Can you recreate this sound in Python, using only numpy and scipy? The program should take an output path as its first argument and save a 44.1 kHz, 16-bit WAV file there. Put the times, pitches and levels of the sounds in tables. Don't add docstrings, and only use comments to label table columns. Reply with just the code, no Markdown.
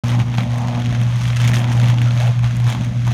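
import sys
import numpy as np
from scipy import signal
from scipy.fft import rfft, irfft
from scipy.io import wavfile
from scipy.ndimage import uniform_filter1d

SR = 44100
rng = np.random.default_rng(int(sys.argv[2]) if len(sys.argv) > 2 else 0)


def int16_out(signal):
    q = np.round(np.clip(np.atleast_2d(signal).T, -1, 1) * 32767)
    wavfile.write(sys.argv[1], SR, q.astype(np.int16))


N = 138033
ARC_HZ = 119.97


def undb(db):
    return 10 ** (np.asarray(db) / 20)


def curve(table, col):
    rows = np.array(table)
    return np.interp(np.arange(N) / SR, rows[:, 0], rows[:, col])


def unit(x):
    return x / np.sqrt(np.mean(x ** 2))


def colour(x, points):
    size = 8192
    rows = np.array(points, float)
    hz = np.maximum(np.arange(size // 2 + 1) * SR / size, 1)
    level_db = np.interp(np.log(hz), np.log(rows[:, 0]), rows[:, 1])
    cepstrum = irfft(level_db * np.log(10) / 20, size)
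    cepstrum[1:size // 2] *= 2
    cepstrum[size // 2 + 1:] = 0
    impulse = irfft(np.exp(rfft(cepstrum)), size)[:size // 2]
    return signal.fftconvolve(x, impulse)[:N]


def band(x, lo_hz, hi_hz):
    return signal.sosfilt(signal.butter(2, [lo_hz, hi_hz], "band", fs=SR, output="sos"), x)


def low(x, hz, order=1):
    return signal.sosfilt(signal.butter(order, hz, fs=SR, output="sos"), x)


def even(x, size):
    return x / np.sqrt(uniform_filter1d(x ** 2, size=size) + 1e-12)


def walk(rate_hz):
    hold = int(SR / rate_hz)
    steps = np.repeat(rng.standard_normal(N // hold + 1), hold)
    return unit(uniform_filter1d(uniform_filter1d(steps, hold), hold)[:N])


def bursts(peaks_s, gains, rise_s, fall_s):
    marks = np.zeros(N)
    starts = np.clip(((peaks_s - rise_s) * SR).astype(int), 0, N - 1)
    np.add.at(marks, starts, gains)
    t = np.arange(3000) / SR - rise_s
    shape = np.where(t < 0, np.sin(np.pi / 2 * (1 + t / rise_s)) ** 2, np.exp(-t / fall_s))
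    return signal.oaconvolve(marks, shape)[:N]


# (time [s], rumble level [dB], lower roar level [dB], upper roar level [dB])
FLAME_LEVELS = [(0.04, -30.5, -38, -40), (0.21, -23, -42, -33.5), (0.24, -34, -51, -41),
                (0.36, -27.5, -52, -45), (0.38, -29, -39, -34.5), (0.47, -31.5, -39.5, -44),
                (0.62, -34, -37, -37), (0.81, -26.5, -34.5, -38.5), (0.85, -31, -50, -63),
                (1.01, -29, -40.5, -40.5), (1.31, -35.5, -47, -42.5), (1.46, -30, -39.5, -40),
                (1.89, -25, -36, -35.5), (1.98, -26.5, -42.5, -41), (2.28, -32.5, -38, -42),
                (2.42, -36, -52, -46.5), (2.44, -32.5, -42, -39), (2.54, -33, -46.5, -53),
                (2.72, -28, -44, -32.5), (2.96, -30, -44.5, -60), (3.04, -32, -51, -72),
                (3.07, -25, -48, -33), (3.11, -25.5, -55, -42)]
# (frequency [Hz], relative density [dB per Hz])
RUMBLE_SPECTRUM = [(20, -47), (30, -0.5), (40, -20.5), (65, -8.5), (100, -13), (180, 6.5), (230, 2.5),
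                   (300, -7.5), (360, -14), (440, -33), (520, -39.5)]
# (frequency [Hz], relative density [dB per Hz])
ROAR_SPECTRUM = [(380, -28.5), (450, -17.5), (520, -0.5), (700, 0.5), (1150, -2), (1600, -3.5)]
ROAR_EDGES_HZ = (430, 733, 1160)
DEEP_DB, DEEP_HZ = -27.5, 100
FLUTTER_DB = 2


def flames():
    rumble = colour(undb(FLUTTER_DB * walk(24.05)) * rng.standard_normal(N), RUMBLE_SPECTRUM)
    out = undb(DEEP_DB) * unit(low(rumble, DEEP_HZ, order=3))
    out = out + undb(curve(FLAME_LEVELS, 1)) * unit(band(rumble, DEEP_HZ, 960))
    for k in range(2):
        roar = colour(undb(2.0 * walk(50)) * rng.standard_normal(N), ROAR_SPECTRUM)
        roar = unit(band(roar, ROAR_EDGES_HZ[k], ROAR_EDGES_HZ[k + 1]))
        out = out + undb(curve(FLAME_LEVELS, k + 2)) * roar
    return out


# (centre time [s], half length [s], pitch [Hz], level [dB])
WHOOSHES = [(.63, .09, 790, -33), (1.71, .03, 950, -35), (2.08, .03, 1380, -36), (2.23, .035, 690, -31),
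            (2.29, .02, 600, -33)]
WHOOSH_WIDTH_HZ = 280


def gusts():
    t = np.arange(N) / SR
    noise, out = rng.standard_normal(N), 0
    for centre_s, half_s, hz, db in WHOOSHES:
        air = even(band(noise, hz - WHOOSH_WIDTH_HZ / 2, hz + WHOOSH_WIDTH_HZ / 2), 800)
        swell = np.exp(-((t - centre_s) / half_s) ** 2)
        out = out + undb(db) * swell * air
    return out


YARD_T60_S, YARD_DB = 1, -12


def yard(x):
    t = np.arange(SR // 2) / SR
    echo = rng.standard_normal(len(t)) * undb(-60 * t / YARD_T60_S)
    echo = echo / np.sqrt(np.sum(echo ** 2))
    return x + undb(YARD_DB) * signal.fftconvolve(x, echo)[:N]


# (crest time [s], peak level [dB])
THUMP_CRESTS = [(0.3862, -12), (1.017, -16), (1.8312, -22), (2.8116, -13.5)]
THUMP_HZ, THUMP_S = 193, 0.0049


def thumps():
    t = np.arange(N) / SR
    out = 0
    for crest_s, db in THUMP_CRESTS:
        envelope = np.exp(-((t - crest_s) / THUMP_S) ** 2)
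        out = out + undb(db) * envelope * np.cos(2 * np.pi * THUMP_HZ * (t - crest_s))
    return out


# (peak time [s], middle level [dB], treble level [dB], body level [dB])
CRACKS = [(0.0934, -24, -34, -31), (0.1019, -24, -33, -31), (0.2019, -25, -35, -23),
          (0.3413, -25, -39, -27), (0.3518, -26, -39, -28), (0.3833, -19, -33, -22),
          (0.4065, -21, -33, -28), (0.434, -25, -36, -29), (0.5823, -30, -32, -27), (0.7501, -25, -40, -35),
          (0.7999, -25, -35, -31), (0.9266, -26, -38, -32), (0.9483, -25, -40, -39),
          (1.0155, -25, -32, -32), (1.213, -26, -32, -33), (1.2541, -23, -35, -36), (1.2786, -25, -34, -33),
          (1.3023, -22, -38, -40), (1.3316, -24, -38, -36), (1.3674, -22, -31, -33),
          (1.4023, -23, -30, -32), (1.4158, -22, -26, -35), (1.4433, -23, -31, -33),
          (1.4503, -20, -28, -28), (1.4768, -19, -22, -28), (1.4915, -20, -27, -28),
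          (1.4988, -25, -31, -26), (1.535, -17, -26, -25), (1.5422, -23, -28, -31), (1.5512, -18, -27, -29),
          (1.5678, -17, -28, -29), (1.575, -23, -31, -30), (1.5842, -26, -28, -33), (1.5927, -25, -29, -31),
          (1.602, -24, -32, -31), (1.6164, -25, -36, -29), (1.643, -24, -35, -28), (1.7179, -25, -33, -27),
          (1.7348, -26, -33, -28), (1.7766, -25, -34, -30), (1.8346, -24, -34, -25),
          (1.8423, -21, -32, -29), (1.8845, -25, -30, -30), (1.9017, -25, -32, -23),
          (1.9846, -24, -40, -33), (2.0172, -22, -31, -33), (2.1087, -24, -39, -29),
          (2.2022, -23, -32, -29), (2.21, -23, -37, -31), (2.2705, -24, -35, -29), (2.2778, -25, -35, -28),
          (2.4436, -24, -38, -30), (2.5671, -29, -31, -39), (2.6012, -27, -36, -28),
          (2.6757, -24, -33, -25), (2.6856, -23, -34, -36), (2.701, -22, -27, -28), (2.7248, -19, -29, -22),
          (2.7498, -24, -32, -26), (2.8476, -29, -33, -35), (3.0681, -30, -33, -32),
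          (3.0768, -28, -32, -22), (3.116, -25, -36, -26)]
# (frequency [Hz], relative density [dB per Hz])
ARC_SPECTRUM = [(260, -49.5), (450, -9), (478, -6.5), (555, -21.5), (607, -6), (964, -7.5), (1170, -4.5),
                (2260, -4.5), (2960, -7), (3230, -5.5), (4910, -15), (6430, -11), (7810, -23.5),
                (9070, -21), (10500, -28), (12400, -28), (16000, -39)]
CRACK_RISE_S, CRACK_FALL_S = .0011, .0022
CRACK_TAIL_S, CRACK_TAIL_DB = 0.0038, -15
CRACK_BANDS_HZ = [(1000, 5000), (5000, 15500), (450, 1000)]


def cracks():
    rows = np.array(CRACKS)
    noise, out = colour(rng.standard_normal(N), ARC_SPECTRUM), 0
    for col, (lo_hz, hi_hz) in enumerate(CRACK_BANDS_HZ):
        gains = undb(rows[:, col + 1])
        burst = bursts(rows[:, 0], gains, CRACK_RISE_S, CRACK_FALL_S)
        tail = bursts(rows[:, 0], gains, CRACK_RISE_S, CRACK_TAIL_S)
        grit = even(band(noise, lo_hz, hi_hz), 200)
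        out = out + (burst + undb(CRACK_TAIL_DB) * tail) * grit
    return out


# (time [s], level below the treble [dB], treble level [dB])
SIZZLE_LEVELS = [(0.04, -39.5, -43), (0.09, -35, -36.5), (0.15, -30.5, -41), (0.18, -45, -47),
                 (0.2, -30, -39.5), (0.25, -46, -48), (0.35, -34, -46), (0.37, -49, -44), (0.38, -28, -39),
                 (0.48, -45.5, -48.5), (0.51, -39.5, -42.5), (0.91, -36, -49), (0.95, -33, -43),
                 (0.98, -38, -47), (1.28, -37, -35.5), (1.36, -36, -48), (1.36, -31.5, -28.5),
                 (1.39, -39, -42.5), (1.41, -29.5, -31.5), (1.47, -30.5, -39), (1.48, -30.5, -27),
                 (1.53, -36.5, -49), (1.54, -38.5, -27.5), (1.67, -37, -55), (1.73, -31, -33.5),
                 (1.74, -40, -41), (1.9, -30, -38), (1.96, -41.5, -47), (2.04, -34.5, -42),
                 (2.14, -38.5, -43.5), (2.22, -32.5, -36), (2.42, -41.5, -50.5), (2.44, -35, -44),
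                 (2.63, -40.5, -45.5), (2.7, -33.5, -33), (2.78, -38.5, -45.5), (3.0, -42, -47.5),
                 (3.13, -33.5, -39)]
SPIT_LAG_S, SPIT_WANDER_S = 0.00022, 0.0008
SPIT_RISE_S, SPIT_FALL_S = 0.0014, .0034
SPIT_SCATTER_DB, SPIT_CAP = 3.5, 2
GRIT_DB = 3
STEADY_DB, STEADY_TOP_HZ = -2.5, 5800
BRIGHT_HZ = 4850


def sizzle():
    count = int(N / SR * ARC_HZ) + 1
    wander = SPIT_WANDER_S * rng.standard_normal(count)
    strength = np.minimum(rng.exponential(size=count), SPIT_CAP)
    times = np.arange(count) / ARC_HZ + SPIT_LAG_S + wander
    spits = bursts(times, undb(SPIT_SCATTER_DB * (strength - 0.5)), SPIT_RISE_S, SPIT_FALL_S)
    wash = undb(STEADY_DB) * low(rng.standard_normal(N), STEADY_TOP_HZ)
    gritty = spits * undb(GRIT_DB * walk(900)) * rng.standard_normal(N)
    hiss = colour(gritty + wash, ARC_SPECTRUM)
    body = low(hiss, BRIGHT_HZ)
    treble = hiss - body
    return undb(curve(SIZZLE_LEVELS, 1)) * unit(body) + undb(curve(SIZZLE_LEVELS, 2)) * unit(treble)


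# (time [s], rms level [dB])
HUM_LEVELS = [(0.04, -13), (0.06, -17), (0.215, -12.5), (0.235, -25.5), (0.3, -18.5), (0.35, -24.5),
              (0.38, -17), (0.47, -21.5), (0.53, -16.5), (0.68, -21), (0.93, -18), (0.99, -14.5),
              (1.09, -17), (1.37, -15), (1.46, -10.5), (1.51, -15.5), (1.62, -15), (1.91, -11.5),
              (1.96, -15.5), (2.01, -11.5), (2.11, -13.5), (2.3, -12), (2.325, -18.5), (2.44, -13.5),
              (2.53, -18), (2.677, -10.5), (2.692, -18), (2.78, -22), (2.88, -16.5), (2.92, -25.5),
              (2.96, -18), (3.08, -15.5), (3.13, -17)]
# (time [s], rms level [dB])
OCTAVE_LEVELS = [(0.04, -29), (0.09, -27.5), (0.2, -35), (0.78, -27), (1.05, -35.5), (1.2, -47.5),
                 (1.43, -35.5), (1.86, -32.5), (1.92, -44), (2.0, -29), (2.07, -36.5), (2.76, -46.5),
                 (2.78, -37), (3.13, -45)]
# (frequency [Hz], level against the octave overtone [dB])
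UPPER_OVERTONES = [(360, -18), (480, -18), (600, -17), (720, -17), (840, -19)]
HUM_LAG_S, OCTAVE_LAG_S = .0028, .0011
HUM_JITTER_DB, HUM_DRIFT_S = 1.26, 0.00023


def hum():
    t = np.arange(N) / SR + HUM_DRIFT_S * walk(8.07)

    def tone(hz, lag_s, db):
        return np.sqrt(2) * undb(db) * np.cos(2 * np.pi * hz * (t - lag_s))

    octave_db = curve(OCTAVE_LEVELS, 1)
    out = tone(ARC_HZ, HUM_LAG_S, curve(HUM_LEVELS, 1) + HUM_JITTER_DB * walk(60))
    out = out + tone(2 * ARC_HZ, OCTAVE_LAG_S, octave_db)
    for hz, db in UPPER_OVERTONES:
        out = out + tone(hz, 0.00039 * walk(14), db + octave_db + 4.0 * walk(8.03))
    return out


START_S, OPENING_S = .036, 0.0012


def scene():
    opening = np.clip((np.arange(N) / SR - START_S) / OPENING_S, 0, 1)
    arc = hum() + thumps() + yard(sizzle() + cracks())
    fire = flames() + gusts()
    return (opening * (arc + fire))[None]


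MIC_LOW_HZ, TOP_HZ = 43, 16150


def record(dry):
    dry = signal.sosfilt(signal.butter(4, MIC_LOW_HZ, "high", fs=SR, output="sos"), dry)
    return signal.sosfilt(signal.ellip(10, .2, 80, TOP_HZ, fs=SR, output="sos"), dry)


dry = scene()
out = record(dry)
int16_out(out)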